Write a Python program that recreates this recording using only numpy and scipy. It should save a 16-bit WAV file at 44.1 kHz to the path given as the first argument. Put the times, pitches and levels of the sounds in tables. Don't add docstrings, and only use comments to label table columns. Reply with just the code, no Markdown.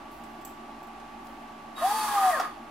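import sys
import numpy as np
from scipy import signal
from scipy.fft import rfft, irfft
from scipy.io import wavfile
from scipy.ndimage import uniform_filter1d

SR = 44100
rng = np.random.default_rng(int(sys.argv[2]) if len(sys.argv) > 2 else 0)


def unload_audio(sound):
    columns = np.transpose(np.atleast_2d(sound))
    steps = np.round(np.clip(columns, -1, 1) * 32767)
    wavfile.write(sys.argv[1], SR, steps.astype(np.int16))


def convert_level_to_amplitude(level_db):
    exponent = np.asarray(level_db, float) / 20
    return 10 ** exponent


N = 119070
T = np.arange(N) / SR
HZ = np.maximum(np.fft.rfftfreq(N, 1 / SR), 1)
RELEASE_S = 2.306

# (frequency [Hz], shared part [0-1])
AIR_COHERENCE = [(60, 0.96), (130, 0.89), (290, 0.94), (640, 0.74), (1410, 0.094), (3100, 0.6),
                 (6820, 0.15), (15000, 0.49)]
# (frequency [Hz], left over right [dB])
AIR_BALANCE = [(60, -0.5), (130, 0.5), (290, -1.0), (640, -2.5), (1410, -0.5), (3100, -3), (6820, 0),
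               (15000, -4)]
# (frequency [Hz], shared part [0-1])
DRILL_COHERENCE = [(60, 0.78), (180, 0.72), (550, 0.9), (1650, 0.85), (4970, 0.02), (15000, 0.02)]
# (frequency [Hz], left over right [dB])
DRILL_BALANCE = [(300, -3), (800, 4.5), (1500, -2), (3000, -2.5), (6000, -0.5), (9200, -9), (11500, -4.5),
                 (14000, -0.5)]


def rms_one(x):
    return x / np.sqrt(np.mean(x ** 2) + 1e-20)


def at_hz(points):
    hz, value = np.transpose(points)
    return np.interp(np.log(HZ), np.log(hz), value)


def drift(rate_hz):
    return rms_one(irfft(rfft(rng.standard_normal(N)) / (1 + (HZ / rate_hz) ** 2), N))


def spread(pair, coherence, balance):
    mid, side = rfft(pair)
    shared = np.clip(at_hz(coherence), 0, 1)
    half_db = at_hz(balance) / 2
    common, different = np.sqrt(1 + shared) * mid, np.sqrt(1 - shared) * side
    left = convert_level_to_amplitude(half_db) * (common + different)
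    right = convert_level_to_amplitude(-half_db) * (common - different)
    return np.array([left, right]) / np.sqrt(2)


def coloured(spectrum, coherence, balance):
    hz = np.array(spectrum)[:, 0]
    inside = (HZ >= hz[0]) & (HZ < hz[-1])
    stereo = spread(rng.standard_normal((2, N)), coherence, balance)
    return rms_one(irfft(stereo * convert_level_to_amplitude(at_hz(spectrum)) * inside, N))


def resonance(x, hz, width_hz):
    r = np.exp(-np.pi * width_hz / SR)
    b = [(1 - r * r) / 2, 0, (r * r - 1) / 2]
    a = [1, -2 * r * np.cos(2 * np.pi * hz / SR), r * r]
    return signal.lfilter(b, a, x + 1e-18)


def decay(start_s, t60_s):
    return (T >= start_s) * convert_level_to_amplitude(-60 * np.maximum(T - start_s, 0) / t60_s)


def effort_db():
    # (time [s], level [dB])
    effort = [
        (1.752, -69),
        (1.78, -52.5),
        (1.83, -42),
        (1.95, -37.5),
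        (2.1, -39.5),
        (2.3, -39.5),
        (2.39, -47),
        (2.46, -61),
        (2.55, -87),
    ]
    s, db = np.transpose(effort)
    outside_s = np.maximum(s[0] - T, 0) + np.maximum(T - s[-1], 0)
    return np.interp(T, s, db) - 400 * outside_s


def whine():
    # (time [s], tooth rate [Hz], whine level [dB])
    spin = [(1.822, 648, -29), (1.854, 757, -18.5), (1.885, 803.2, -27), (1.946, 866.2, -25.5),
            (1.965, 873.3, -28.5), (2.05, 850, -31.5), (2.084, 835.5, -35.5), (2.136, 824, -32),
            (2.166, 807, -24), (2.23, 769.3, -24.5), (2.3, 731.5, -21.5), (2.33, 663, -17.5),
            (2.356, 604, -26), (2.401, 454, -34.5)]
    # (time [s], depth [dB])
    slips = [
        (1.899, 12),
        (1.934, 15),
        (2.082, 2),
        (2.132, -1),
        (2.316, 13),
    ]
    s, hz, db = np.transpose(spin)
    late, early = np.maximum(T - s[-1], 0), np.maximum(s[0] - T, 0)
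    speed = np.interp(T, s, hz) - 3200 * late - 7000 * early
    speed = uniform_filter1d(np.maximum(speed, 50), size=600)
    turn = 2 * np.pi * np.cumsum(speed) / SR
    level_db = np.interp(T, s, db) - 346 * late - 1500 * early
    level_db = level_db - 9.5 * np.clip((T - RELEASE_S) / 0.0063, 0, 1)
    level_db = level_db + 1.5 * drift(11.5)
    slip_width_s = 0.0072
    slip_db = sum(depth_db * np.exp(-((T - at_s) / slip_width_s) ** 2) for at_s, depth_db in slips)
    tone = np.sin(turn) * convert_level_to_amplitude(level_db - slip_db)
    return np.sqrt(2) * (tone + overtones(speed, turn, late) + coast_whirr(speed, turn, late))


def overtones(speed, turn, late):
    # (multiple, level driven [dB], level coasting [dB], casing ring [Hz], its width [Hz])
    partials = [(.525, -54, -72, 440, 200), (1.31, -51, -46, 1130, 27), (1.49, -41, -55, 1200, 36),
                (2, -44, -55, 1665, 44), (2.5, -53.5, -56, 2060, 50), (2.99, -50, -55, 2590, 47),
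                (4.2, -57.5, -58, 3380, 90), (4.5, -49.5, -55, 3300, 130), (5.24, -47, -62, 4550, 90),
                (5.95, -48.5, -62, 4650, 74), (10.6, -52.5, -70, 9150, 280)]
    coasting = np.clip((T - RELEASE_S) / 0.025, 0, 1)
    effort = effort_db()
    out = np.zeros(N)
    for k, driven_db, coast_db, ring_hz, width_hz in partials:
        lift = 1 / np.sqrt(1 + ((k * speed - ring_hz) / width_hz) ** 2)
        level_db = driven_db + (coast_db - driven_db) * coasting + effort - effort.max()
        level_db = level_db - 150 * late + 3 * drift(13)
        out += lift * np.sin(k * turn + rng.uniform(0, 2 * np.pi)) * convert_level_to_amplitude(level_db)
    return out


def coast_whirr(speed, turn, late):
    multiple = 2.85
    freed = T - RELEASE_S + 0.025
    fade_in = np.clip(freed / .06, 0, 1)
    lift = .6 + .8 / (1 + ((multiple * speed - 1760) / 130) ** 2)
    level_db = -33.5 - 40 * freed - 500 * np.maximum(late - .05, 0) + 2 * drift(25)
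    return np.sin(multiple * turn + .9 * drift(40)) * fade_in * lift * convert_level_to_amplitude(level_db)


def rattle():
    # (frequency [Hz], width [Hz], level [dB])
    casing = [(730, 100, -44), (1086, 59, -39.5), (1221, 22, -34), (1420, 220, -52), (1677, 39, -48.5),
              (1860, 81, -49), (1972, 24, -56.5), (2595, 91, -54.5), (3380, 230, -50), (4570, 97, -50.5),
              (9060, 190, -56.5), (11400, 400, -62), (12500, 600, -62)]
    # (time [s], level [dB])
    load = [
        (1.764, -19),
        (1.78, -5.5),
        (1.82, -1),
        (1.9, -3),
        (1.99, -6),
        (2.09, -1.5),
        (2.27, 2),
        (2.34, 2),
        (2.44, 1),
        (2.55, -20),
    ]
    knocks_per_s, knock_spread_db = 3300, 1.5
    effort = effort_db()
    body = convert_level_to_amplitude(np.interp(T, *np.transpose(load), left=-99) - 510 * np.maximum(T - load[-1][0], 0))
    top = convert_level_to_amplitude(0.42 * (effort - effort.max())) * (T > load[0][0])
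    out = np.zeros((2, N))
    for hz, width_hz, db in casing:
        struck = rng.random((2, N)) < knocks_per_s / SR
        force = convert_level_to_amplitude(knock_spread_db * np.minimum(rng.exponential(1, (2, N)), 4))
        knocks = struck * force * rng.choice([-1, 1], (2, N))
        ring = resonance(knocks, hz, width_hz)
        ring = ring / (uniform_filter1d(ring ** 2, size=400) + 1e-12) ** (0.27 / 2)
        gain = body if hz < 2200 else top
        out += convert_level_to_amplitude(db + 2.06 * drift(24)) * gain * rms_one(ring)
    return irfft(spread(out, DRILL_COHERENCE, DRILL_BALANCE), N)


def hiss():
    # (frequency [Hz], density [dB per Hz])
    spectrum = [(530, -39), (900, -4.5), (1000, -3), (1250, -45), (1340, -12), (1700, -17), (2220, -19.5),
                (12400, -19), (16000, -26)]
    noise = coloured(spectrum, DRILL_COHERENCE, DRILL_BALANCE)
    treble = irfft(rfft(noise) * (HZ > 3000), N)
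    return noise / np.std(treble) * convert_level_to_amplitude(effort_db() + 0.72 * drift(22))


def switch():
    # (multiple, level [dB])
    harmonics = [(1, -54), (2, -74), (3, -72)]
    chop_hz, on_s, rise_s = 3796, 1.755, 0.01
    since = T - on_s
    first_pull = convert_level_to_amplitude(-500 * np.maximum(since - .03, 0))
    hold = convert_level_to_amplitude(-3 + 2.2 * drift(14) - 8 * since)
    shape = np.clip(since / rise_s, 0, 1) * (first_pull + hold) * (T < RELEASE_S)
    return np.sqrt(2) * shape * sum(convert_level_to_amplitude(db) * np.sin(2 * np.pi * k * chop_hz * T) for k, db in harmonics)


def clunk():
    # (frequency [Hz], level [dB], t60 [s])
    mode_table = [(750, 1.5, 0.036), (1415, -6.5, 0.026), (1920, -9.5, 0.012), (2500, -17, .01),
                  (3330, -16, 0.014), (5800, -16, .012), (6800, -26, .01)]
    lock_s = 2.399
    swell = 1 - np.exp(-np.maximum(T - lock_s, 0) / 0.0014)
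    modes = np.zeros(N)
    for hz, db, t60_s in mode_table:
        mode = convert_level_to_amplitude(db) * np.sin(2 * np.pi * hz * (T - lock_s)) * decay(lock_s, t60_s)
        modes += mode * (swell if hz < 1600 else 1)
    crack = rng.standard_normal(N) * decay(lock_s, 0.091)
    blow = convert_level_to_amplitude(-14.5) * modes + convert_level_to_amplitude(-30.5) * (resonance(crack, 4390, 2190) + 0.24 * crack)
    return signal.sosfilt(signal.butter(4, 520, "high", fs=SR, output="sos"), blow)


def ticks():
    # (time [s], peak level [dB], low edge [Hz], t60
    # [s], screw ring [dB])
    contacts = [(.112, -58.5, 8900, 1, -20), (.178, -62, 3000, .03, -20), (.237, -51, 3480, 0.08, -12),
                (.413, -52, 2020, 0.09, -8), (.448, -64, 10000, .02, 4), (0.45, -50.5, 4500, 0.027, 11),
                (0.4532, -52, 7000, 0.02, 9), (0.4567, -55, 7000, .03, 6), (.462, -60, 6500, .3, 4),
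                (.473, -61.5, 6500, .2, 2), (.830, -62.5, 6000, .07, 1), (.87, -63, 6000, .06, -2),
                (1.0, -49.5, 2500, .05, -20), (1.245, -60.5, 8500, 0.73, -22), (1.27, -47, 3000, .025, -17)]
    # (frequency [Hz], width [Hz], level [dB])
    screw = [(7800, 500, 14.5), (12500, 840, 8), (14200, 800, 9)]
    out = np.zeros((2, N))
    for s, db, low_hz, t60_s, ring_db in contacts:
        noise = rng.standard_normal((2, N)) * decay(s, t60_s)
        ring = sum(convert_level_to_amplitude(mode_db + ring_db) * resonance(noise, hz, width_hz) for hz, width_hz, mode_db in screw)
        band = signal.butter(2, [low_hz, min(2.9 * low_hz, 19000)], "band", fs=SR, output="sos")
        out += convert_level_to_amplitude(db) * (signal.sosfilt(band, noise) + ring)
    thud_s, thud_hz = .8203, 850
    thud = -convert_level_to_amplitude(-36) * np.sin(2 * np.pi * thud_hz * (T - thud_s)) * decay(thud_s, 0.018)
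    return irfft(spread(out, AIR_COHERENCE, AIR_BALANCE), N) + thud


def room(x):
    tail = rng.standard_normal((2, N)) * decay(0.0073, 0.28)
    tail = tail / np.sqrt(np.sum(tail ** 2, axis=1, keepdims=True))
    return convert_level_to_amplitude(-8.5) * signal.fftconvolve(x * np.ones((2, 1)), tail, axes=1)[:, :N]


def fan():
    # (frequency [Hz], density [dB per Hz])
    low = [(15, -42), (25, -2.5), (92, -18.5), (162, -10.5), (193, -12.5), (230, -1), (254, -5.5),
           (335, -1.5), (500, -16), (650, -69), (1100, -120)]
    # (frequency [Hz], density [dB per Hz])
    high = [(290, -53), (500, -12), (637, -6), (847, 1), (963, -8.5), (1180, -7.5), (1340, -10.5),
            (2470, -19.5), (15100, -41.5)]
    # (frequency [Hz], level [dB], wander [dB])
    hum = [(58.8, -69, 3.5), (226.5, -57, 1.4), (234, -59.5, 0.53), (282, -63, 0.44), (330.2, -66, 2.4),
           (1147, -53, 0.41)]
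    air = convert_level_to_amplitude(-51.5) * coloured(low, AIR_COHERENCE, AIR_BALANCE)
    air = air + convert_level_to_amplitude(-46) * coloured(high, AIR_COHERENCE, AIR_BALANCE)
    air = air - 0.98 * resonance(air, 496, 81) + .5 * resonance(air, 2720, 390)
    air = air - .5 * resonance(air, 221.5, 25)
    in_step_s = .892
    tones = np.zeros(N)
    for hz, db, wander_db in hum:
        phase = 2 * np.pi * hz * (T - in_step_s) + 0.12 * drift(3.2)
        tones += convert_level_to_amplitude(db + wander_db * drift(4.3)) * np.cos(phase)
    return air + np.sqrt(2) * tones * convert_level_to_amplitude([[-.5], [.5]])


def scene():
    tone = whine() * convert_level_to_amplitude([[.5], [-.5]])
    drill = switch() * convert_level_to_amplitude([[-1.5], [1.5]]) + clunk() * convert_level_to_amplitude([[-.3], [.3]]) + rattle() + hiss()
    return tone + drill + room(drill + convert_level_to_amplitude(-8) * tone) + ticks() + fan()


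def roll_off(x):
    return signal.sosfilt(signal.butter(12, 16150, fs=SR, output="sos"), x)


def record(dry):
    # (frequency [Hz], gain [dB])
    microphone = [(31, -20), (39, 1), (8200, -0.5), (8750, -5), (9150, 1.5), (13000, 0), (15800, -1.5),
                  (15950, -40)]
    mix = irfft(rfft(dry) * convert_level_to_amplitude(at_hz(microphone)), N) - .0008
    return roll_off(mix)


dry = scene()
out = record(dry)
unload_audio(out)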